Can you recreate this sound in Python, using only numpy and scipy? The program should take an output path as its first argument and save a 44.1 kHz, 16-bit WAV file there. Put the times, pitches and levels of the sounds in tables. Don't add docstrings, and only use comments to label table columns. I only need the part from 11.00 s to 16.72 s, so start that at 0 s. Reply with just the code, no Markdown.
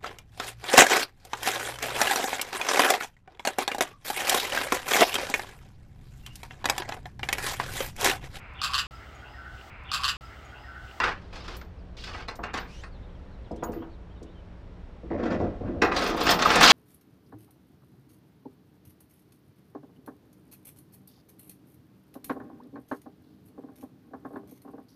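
import sys
import numpy as np
from scipy import signal
from scipy.fft import rfft, irfft
from scipy.io import wavfile
from scipy.ndimage import uniform_filter1d

SR = 44100
rng = np.random.default_rng(int(sys.argv[2]) if len(sys.argv) > 2 else 0)


def bounce(signal):
    frames = np.transpose(np.atleast_2d(signal))
    limited = np.clip(frames, -1, 1)
    pcm = np.round(limited * 32767).astype(np.int16)
    wavfile.write(sys.argv[1], SR, pcm)


N = 252252
T = np.arange(N) / SR
RING_T = T[:SR * 3 // 5]

# t/s, level/dB
HAUL_EFFORT = [(4.91, -46), (4.918, -32.5), (5.082, -28), (5.124, -36.5), (5.316, -24), (5.374, -38),
               (5.428, -28), (5.58, -24.5), (5.62, -16), (5.72, -13.5)]
# low edge f/Hz, high edge f/Hz (held below half the sample rate)
CHAIN_BANDS = [(723, 2650), (162, 728), (2770, 38000)]


def amp(db):
    return 10 ** (np.asarray(db) / 20)


def evened(x):
    return x / np.sqrt(np.mean(x ** 2) + 1e-20)


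def attack_unit(x):
    return x / np.sqrt(np.mean(x[:SR // 50] ** 2) + 1e-20)


def read(points, hz):
    f, value = np.transpose(points)
    return np.interp(np.log(hz + 1), np.log(f), value)


def add(mix, s, sound):
    part = mix[max(round(s * SR), 0):][:len(sound)]
    part += sound[:len(part)]


def band(x, lo_hz, hi_hz, order=3):
    edges = [lo_hz, min(hi_hz, SR / 2 - 100)]
    return signal.sosfilt(signal.butter(order, edges, "band", fs=SR, output="sos"), x)


def drift(size, rate_hz):
    knots = rng.standard_normal(2000)
    return np.interp(T[:size] * rate_hz, np.arange(len(knots)), knots)


def deck_ring(ring=1.0, modes_db=-3, rise=0.00076, patchy_db=4):
    # f/Hz, relative level/dB
    clear_modes = [(178, -9), (235, -5), (324, -8.5), (480, 3.5), (557, -14), (685, -2), (718, -0.5),
                   (775, 0), (860, 2), (1024, 2), (1089, 3.5), (1180, -4), (1218, 1.5), (1272, -0.5),
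                   (1384, -7.5), (1535, -3), (1598, 1.5), (1657, 0), (1772, 1), (1970, 3), (2118, -6),
                   (2418, -20.5), (2492, 2), (2721, -0.5), (2804, -28), (3550, -2), (4296, -5), (4888, -5),
                   (5146, -14)]
    # f/Hz, relative level/dB per Hz
    wash_level = [(60, -29), (140, -6), (220, -1.5), (500, -1), (900, -3.5), (1300, 0.5), (2000, -5.5),
                  (3000, -6.5), (5200, -8.5), (7000, -18.5), (10000, -30.5), (12800, -49.5), (14000, -27),
                  (16000, -59.5)]
    # f/Hz, t60/s
    ring_t60 = [(200, 0.59), (1000, 0.35), (2500, 0.23), (5000, 0.2), (10000, 0.13)]

    hz, t, z = signal.stft(rng.standard_normal(len(RING_T)), SR, nperseg=512)
    favoured = patchy_db * evened(uniform_filter1d(rng.standard_normal(len(hz)), 2))
    fade_db = 60 * t / (ring * read(ring_t60, hz)[:, None])
    z = z * amp((read(wash_level, hz) + favoured)[:, None] - fade_db)
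    wash = signal.istft(z, SR, nperseg=512)[1][:len(RING_T)]

    f, db = np.transpose(clear_modes)[:, :, None]
    spot, phase = rng.random((2, len(clear_modes), 1))
    turns = (2 * np.pi * (f * RING_T + phase)).astype(np.float32)
    decay = np.exp((-np.log(1000) * RING_T / (1.01 * ring * read(ring_t60, f))).astype(np.float32))
    modes = (amp(db) * (.5 + spot) * decay * np.sin(turns)).sum(0)
    onset = 1 - np.exp(-RING_T / rise)
    return (attack_unit(wash) + amp(modes_db) * attack_unit(modes)) * onset


def clanks(level_db=-11, bright_db=-1, crack=0.61, crack_time=0.0055, touch_db=-13, touch_lead=0.0041):
    # t/s, relative level/dB, weight as bass re middle/dB,
    # brightness as treble re middle/dB before the common bright_db
    falls = [(0.001, -17.5, -35, -11), (0.038, -15.5, -13, -7.5), (0.327, -40, -19, -21),
             (0.357, -41, 2.5, 3.5), (0.48, -33, -4.5, -0.5), (0.613, -38, -16, -5), (1.038, -44, -8, 14),
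             (1.146, -29.5, -16, -17), (1.283, -27, -5.5, -2.5), (1.436, -23, -10, -10.5),
             (1.539, -23, -2, -4.5), (1.836, -34, -10, -7.5), (2.73, -43, 3.5, -6.5),
             (4.819, -9.5, -1.5, -9.5), (4.919, -17, -16.5, -29), (4.964, -21.5, 1, 4.5),
             (5.063, -25, 5, 2), (5.21, -25.5, 5.5, 5.5), (5.267, -12, -26, -8), (5.29, -13.5, 1.5, 2.5),
             (5.39, -20.5, -7, -1), (5.422, -14.5, -18, 0.5), (5.458, -16, -0.5, -31),
             (5.503, -11, -5.5, -5), (5.558, -12.5, 0.5, -10), (5.61, -6.5, -11, -9), (5.64, -7, -10.5, -3),
             (5.675, -13, -10, 3)]
    rebound_s, rebound_db = 0.03, -15.5
    ring_per_db = 0.0556

    out = np.zeros(N)
    for s, db, weight, bright in falls:
        for late, softer_db in (0, 0), (rebound_s * rng.uniform(.8, 1.2), rebound_db):
            blow = deck_ring(ring=1.06 * np.exp(ring_per_db * weight))
            blow = blow * (1 + crack * np.exp(-RING_T / crack_time))
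            boom = attack_unit(band(blow, 100, 700))
            middle = attack_unit(band(blow, 700, 2500))
            treble = attack_unit(band(blow, 2500, 16000))
            clank = amp(weight) * boom - middle + amp(bright + bright_db) * treble
            clank = amp(db + level_db + softer_db) * clank
            add(out, s + late, clank)
            add(out, s + late - touch_lead * (.5 + rng.random()), amp(touch_db) * clank)
    return out


def clink(low_hz=1100, high_hz=5200, t60=0.092, tilt=0.53, count=6):
    pitch, phase, length = rng.random((3, count, 1))
    hz = low_hz * (high_hz / low_hz) ** pitch
    t = RING_T[:SR // 5]
    decay = amp(-60 * t / (t60 * (.5 + length)))
    partials = (low_hz / hz) ** tilt * decay * np.sin(2 * np.pi * (hz * t + phase))
    return attack_unit(partials.sum(0) * (1 - np.exp(-t / 0.00028)))


def rattle(size, per_s, spread_db, clink_db, count=6, clinks_per_s=70):
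    out = np.zeros(size)
    for _ in range(count):
        chance, force = rng.random((2, size + len(RING_T) - 1))
        clicks = (chance < per_s / count / SR) * amp(spread_db * force)
        blow = deck_ring(ring=0.82, modes_db=-5.5, rise=0.0017, patchy_db=2.0)
        out += signal.fftconvolve(clicks, blow, "valid")
    free = np.zeros(size)
    for k, (late, force) in enumerate(rng.random((90 * size // SR, 2))):
        add(free, (k + late) / clinks_per_s, amp(10 * force) * clink())
    return evened(out) + amp(clink_db) * evened(free)


def slide(gains, bands_hz, per_s, spread_db, clink_db=-np.inf):
    links = rattle(len(gains[0]), per_s, spread_db, clink_db)
    out = 0
    for k, (lo, hi) in enumerate(bands_hz):
        out = out + (-1) ** k * evened(band(links, lo, hi)) * gains[k]
    return out


def stroke(t, length, attack, release_db_per_s):
    return np.clip(t / attack, 0, 1) * amp(-release_db_per_s * np.maximum(t - length, 0))


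def haul(attack=.008):
    # level/dB at easy effort, growth/dB per dB of extra effort
    effort_law = [(-32, 1.0), (-31.5, 0.18), (-38.5, 1.3832)]
    steady_db = -30.5

    out, t = np.zeros(N), T[:SR]
    s, db = np.transpose(HAUL_EFFORT)
    extra_db = np.interp(s[0] + t, s, db) - steady_db
    onset = np.minimum(t / attack, 1)
    gains = [amp(easy_db + follow * extra_db) * onset for easy_db, follow in effort_law]
    add(out, s[0], slide(gains, CHAIN_BANDS, per_s=220, spread_db=33, clink_db=-9.5))
    return out


def pulls():
    # start t/s, length t/s, clatter level/dB, brightness as scrape re clatter/dB
    short_pulls = [(0, 0.094, -29, -15.5), (0.213, .125, -67.5, 0), (0.326, 0.23, -49.5, -2),
                   (0.967, 0.17, -55, 7), (1.067, 0.16, -46.5, -10), (1.442, 0.061, -44, -37),
                   (1.559, 0.033, -35.5, -13)]
    boom_db, boom_follow = -22.5, 0.66

    out, t = np.zeros(N), T[:2 * SR]
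    gains = 0
    for s, length, db, bright in short_pulls:
        levels = amp([[db], [boom_db + boom_follow * db], [db + bright]])
        gains = gains + levels * stroke(t - s, length, attack=0.004, release_db_per_s=251)
    add(out, 0, slide(gains, CHAIN_BANDS, per_s=340, spread_db=15, clink_db=-4.5))
    return out


def meetings(base_db, follow, count=26):
    s, db = np.transpose(HAUL_EFFORT)
    place = (1 + np.arange(count) + 2 * rng.random(count)) / (count + 2)
    when = s[0] + (s[-1] - s[0]) * place
    scatter_db = 1 * rng.standard_normal(count)
    return list(zip(when, base_db + follow * np.interp(when, s, db) + scatter_db))


def pings(level_db=-12, detune=0.0065, rise=0.0038, t60=0.23):
    # t/s, relative level/dB
    strikes = [(0.5671, -48), (1.3563, -53), (1.5933, -51), (2.6374, -41), (2.7317, -49), (4.8254, -47),
               (5.0794, -51), (5.2274, -32), (5.2969, -23.5), (5.456, -35), (5.6144, -31)]
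    # f/Hz, relative level/dB
    link_modes = [(13520, 2.5), (14150, 10), (14480, 4), (14740, 6)]

    out = np.zeros(N)
    hz, mode_db = np.transpose(list(link_modes) * 3)[:, :, None]
    envelope = amp(-60 * RING_T / t60) * (1 - np.exp(-RING_T / rise)) ** 2
    for s, db in list(strikes) + meetings(base_db=-17, follow=1.15):
        tune, size, phase = rng.standard_normal((3, len(hz), 1))
        turns = (2 * np.pi * (hz * (1 + detune * tune) * RING_T + phase)).astype(np.float32)
        ring = (amp(mode_db + 8 * size) * np.sin(turns)).sum(0)
        add(out, s - rise / 2, amp(db + level_db) * attack_unit(ring * envelope))
    return out


def ticks(level_db=-13, width=1.54, t60=0.066, rise=0.00067):
    # t/s, relative level/dB, centre f/Hz
    contacts = [(0.5673, -43, 10500), (1.3553, -43, 5160), (1.575, -33.5, 4400), (2.514, -55, 5000),
                (2.5606, -51.5, 4900), (2.6352, -40, 5740), (2.7202, -50, 6640), (3.229, -48.5, 4930),
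                (5.309, -14, 4600), (5.5572, -19, 5350), (5.609, -17, 5700)]

    out = np.zeros(N)
    hauled = [(s, db, rng.uniform(5870, 10900)) for s, db in meetings(base_db=-9.5, follow=1.0)]
    envelope = amp(-60 * RING_T / t60) * (1 - np.exp(-RING_T / rise))
    for s, db, hz in list(contacts) + hauled:
        burst = rng.standard_normal(len(RING_T)) * envelope
        tick = attack_unit(band(burst, hz / width, hz * width, order=2))
        add(out, s - rise, amp(db + level_db) * tick)
    return out


def hook(rise=0.00079):
    # t/s, f/Hz, level/dB before the onset, t60/s
    notes = [(0.002, 2750, -25, 0.1), (0.0377, 1450, -8.5, 0.018), (1.287, 3940, -29.5, 0.03),
             (1.438, 2800, -44, .35), (1.54, 2040, -39.5, 0.26), (2.515, 5100, -51, 0.035),
             (2.639, 6720, -36.5, 0.059), (5.312, 5150, -18, 0.066), (5.457, 1236, -3.5, 0.031)]

    out = np.zeros(N)
    onset = 1 - np.exp(-RING_T / rise)
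    for s, hz, db, t60 in notes:
        add(out, s, amp(db - 60 * RING_T / t60) * onset * np.sin(2 * np.pi * hz * RING_T))
    return out


def shoves():
    # start t/s, length t/s, relative level/dB, tilt/dB per octave
    pushes = [(4.104, 0.35, -1, 1), (4.228, 0.021, -18.5, 8), (4.3, 0.029, -5, 5), (4.42, 0.071, -10, -3.5),
              (4.607, .18, -1.5, -2)]
    # low f/Hz, high f/Hz,
    # mid-stroke level/dB before each push's level and tilt, loss/dB at the slow ends
    scuff_bands = [(167, 370, -29, 6), (397, 735, -38.5, -1), (740, 2370, -43.5, 10),
                   (2430, 8700, -65.5, 8.5), (59.5, 103, -42.5, -4.5)]

    out, start = np.zeros(N), pushes[0][0]
    lo_hz, hi_hz, band_db, ends_db = np.transpose(scuff_bands)[:, :, None]
    octaves = np.log2(np.sqrt(lo_hz * hi_hz) / 250)
    gains = 0
    for s, length, db, tilt in pushes:
        t = start + T[:SR] - s
        speed = np.sin(np.pi * np.clip(t / length, 0, 1)) ** 2
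        level = amp(db + band_db + tilt * octaves - ends_db * (1 - speed))
        gains = gains + level * stroke(t, length, attack=0.0036, release_db_per_s=127)
    add(out, start, slide(gains, [row[:2] for row in scuff_bands], per_s=260, spread_db=20))
    return out


def chatter(start=4.095, stop=4.385, slips_per_s=55, hz=1900, t60=0.008, level_db=-30, uneven=0.28):
    turns = np.cumsum(slips_per_s * (1 + uneven * drift(N, 40))) / SR
    slips = np.diff(np.floor(turns), prepend=0) > 0
    slips = slips * (T > start) * (T < stop) * (.5 + rng.random(N))
    ring = np.sin(2 * np.pi * hz * RING_T) * amp(-60 * RING_T / t60) * (1 - np.exp(-RING_T / 0.00063))
    return amp(level_db) * signal.fftconvolve(slips, ring)[:N]


def thuds(level_db=-10, knock=0.73, knock_time=0.011, modes_db=0):
    # t/s, relative level/dB, hardness as upper corner f/Hz
    contacts = [(1.390, -27, 1320), (2.509, -24, 620), (2.625, -19.5, 1370), (2.687, -22, 650),
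                (2.759, -25, 420), (2.821, -33.5, 1360), (3.215, -33.5, 470), (4.033, -32.5, 520),
                (4.112, -20, 706), (4.401, -17.5, 700), (5.145, -18, 930)]
    # f/Hz, relative level/dB, t60/s
    low_modes = [(174, -3, 0.18), (230.6, -9, 0.69), (329, -1, 0.47), (422, -10.5, 0.71), (498, -7, 0.28),
                 (698, 0, 0.19), (950, -1, 0.23)]

    out = np.zeros(N)
    hz, mode_db, t60 = np.transpose(low_modes)[:, :, None]
    for s, db, corner_hz in contacts:
        sign = rng.choice([-1, 1], hz.shape)
        modes = (amp(mode_db - 60 * RING_T / t60) * sign * np.sin(2 * np.pi * hz * RING_T)).sum(0)
        wash = deck_ring(ring=0.91, modes_db=-6.0, rise=0.00034, patchy_db=-0.5)
        wash = wash * (1 + knock * np.exp(-RING_T / knock_time))
        blow = attack_unit(band(wash, 163, corner_hz))
        blow = blow + amp(modes_db) * attack_unit(band(modes, 100, corner_hz))
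        add(out, s, amp(db + level_db) * attack_unit(blow))
    return out


def cloth(jitter=0.059, level_db=-3.0, hiss_db=0):
    # t/s, rib rate f/Hz, relative level/dB
    zip_course = [(1.641, 1704, -77), (1.69, 2330, -55.5), (1.74, 2740, -54), (1.805, 3000, -54.5),
                  (1.84, 4080, -63), (1.89, 4760, -73)]

    s, hz, db = np.transpose(zip_course)
    t = np.arange(s[0], s[-1], 1 / SR)
    turns = np.cumsum(np.interp(t, s, hz) * (1 + jitter * drift(len(t), 1600))) / SR
    harmonics_db = [6, 2, -24.0, -34]
    tone = sum(amp(k_db) * np.sin(2 * np.pi * (k + 1) * turns) for k, k_db in enumerate(harmonics_db))
    hiss = band(rng.standard_normal(N), 1200, 4900, order=2)[:len(t)]
    out = np.zeros(N)
    add(out, s[0], amp(np.interp(t, s, db) + level_db) * (evened(tone) + amp(hiss_db) * evened(hiss)))
    return out


def yard(air_db=-43.5, gust_db=-1.5, wobble=0.11, throb=0.65):
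    # f/Hz, relative level/dB per Hz
    air_spectrum = [(12, -39), (20, 1), (66, -3.5), (151, -15.5), (183, -12.5), (205, -16.5), (328, -19),
                    (555, -21), (693, -25), (818, -26), (3860, -43.5), (15000, -75)]
    # f/Hz, rms level/dB
    idle_tones = [(39.3, -86), (58.8, -48), (88, -54), (118, -61), (177, -57)]

    shape = amp(read(air_spectrum, np.fft.rfftfreq(N, 1 / SR)))
    air = irfft(rfft(rng.standard_normal(N)) * shape, N)
    engine = np.zeros(N)
    for hz, db in idle_tones:
        swell = 1 + throb * drift(N, 54)
        tone = np.sin(2 * np.pi * (hz * T + wobble * drift(N, 1.8)))
        engine += amp(db) * evened(swell * tone)
    return amp(air_db + gust_db * drift(N, 1.99)) * evened(air) + engine


def whine(hz=5580, level_db=-85.5):
    return amp(level_db) * np.sin(2 * np.pi * hz * T + drift(N, 10))


def birds(waver=0.03, far_count=22, far_db=-65.0):
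    # t/s, length t/s, first f/Hz, last f/Hz (before the waver), peak level/dB
    whistles = [(0.775, 0.056, 5560, 4140, -69), (1.904, 0.087, 4800, 3540, -64),
                (2.304, 0.072, 4750, 3570, -69), (2.44, 0.032, 4460, 3320, -66),
                (2.56, 0.044, 2910, 3550, -64), (2.79, .06, 2900, 3450, -63),
                (2.89, 0.078, 4600, 4120, -68), (2.925, 0.043, 4200, 3300, -67),
                (3.26, 0.088, 3290, 4050, -67), (3.334, 0.086, 3250, 2980, -63)]

    out = np.zeros(N)
    far = []
    for when, long, first, last in rng.random((far_count, 4)):
        far.append((1.5 + 1.8 * when, 0.0194 + 0.0343 * long, 2600 + 1500 * first, 2600 + 1200 * last, far_db))
    for s, length, first_hz, last_hz, db in list(whistles) + far:
        u = np.linspace(0, 1, int(length * SR))
        pitch = (first_hz + u * (last_hz - first_hz)) * (1 + waver * drift(len(u), 577))
        add(out, s, amp(db) * np.sin(np.pi * u) * np.sin(2 * np.pi * np.cumsum(pitch) / SR))
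    return out


def scene():
    chain = clanks() + pulls() + haul() + pings() + ticks() + hook()
    load = shoves() + chatter()
    worker = thuds() + cloth()
    return (chain + load + worker + yard() + whine() + birds())[None]


def record(dry):
    rounded = dry / (1 + (dry / .9) ** 4) ** .25
    lowpass = signal.firwin(511, 15750, window=("kaiser", 9), fs=SR)
    return signal.oaconvolve(rounded, lowpass[None], "same")


dry = scene()
out = record(dry)
bounce(out)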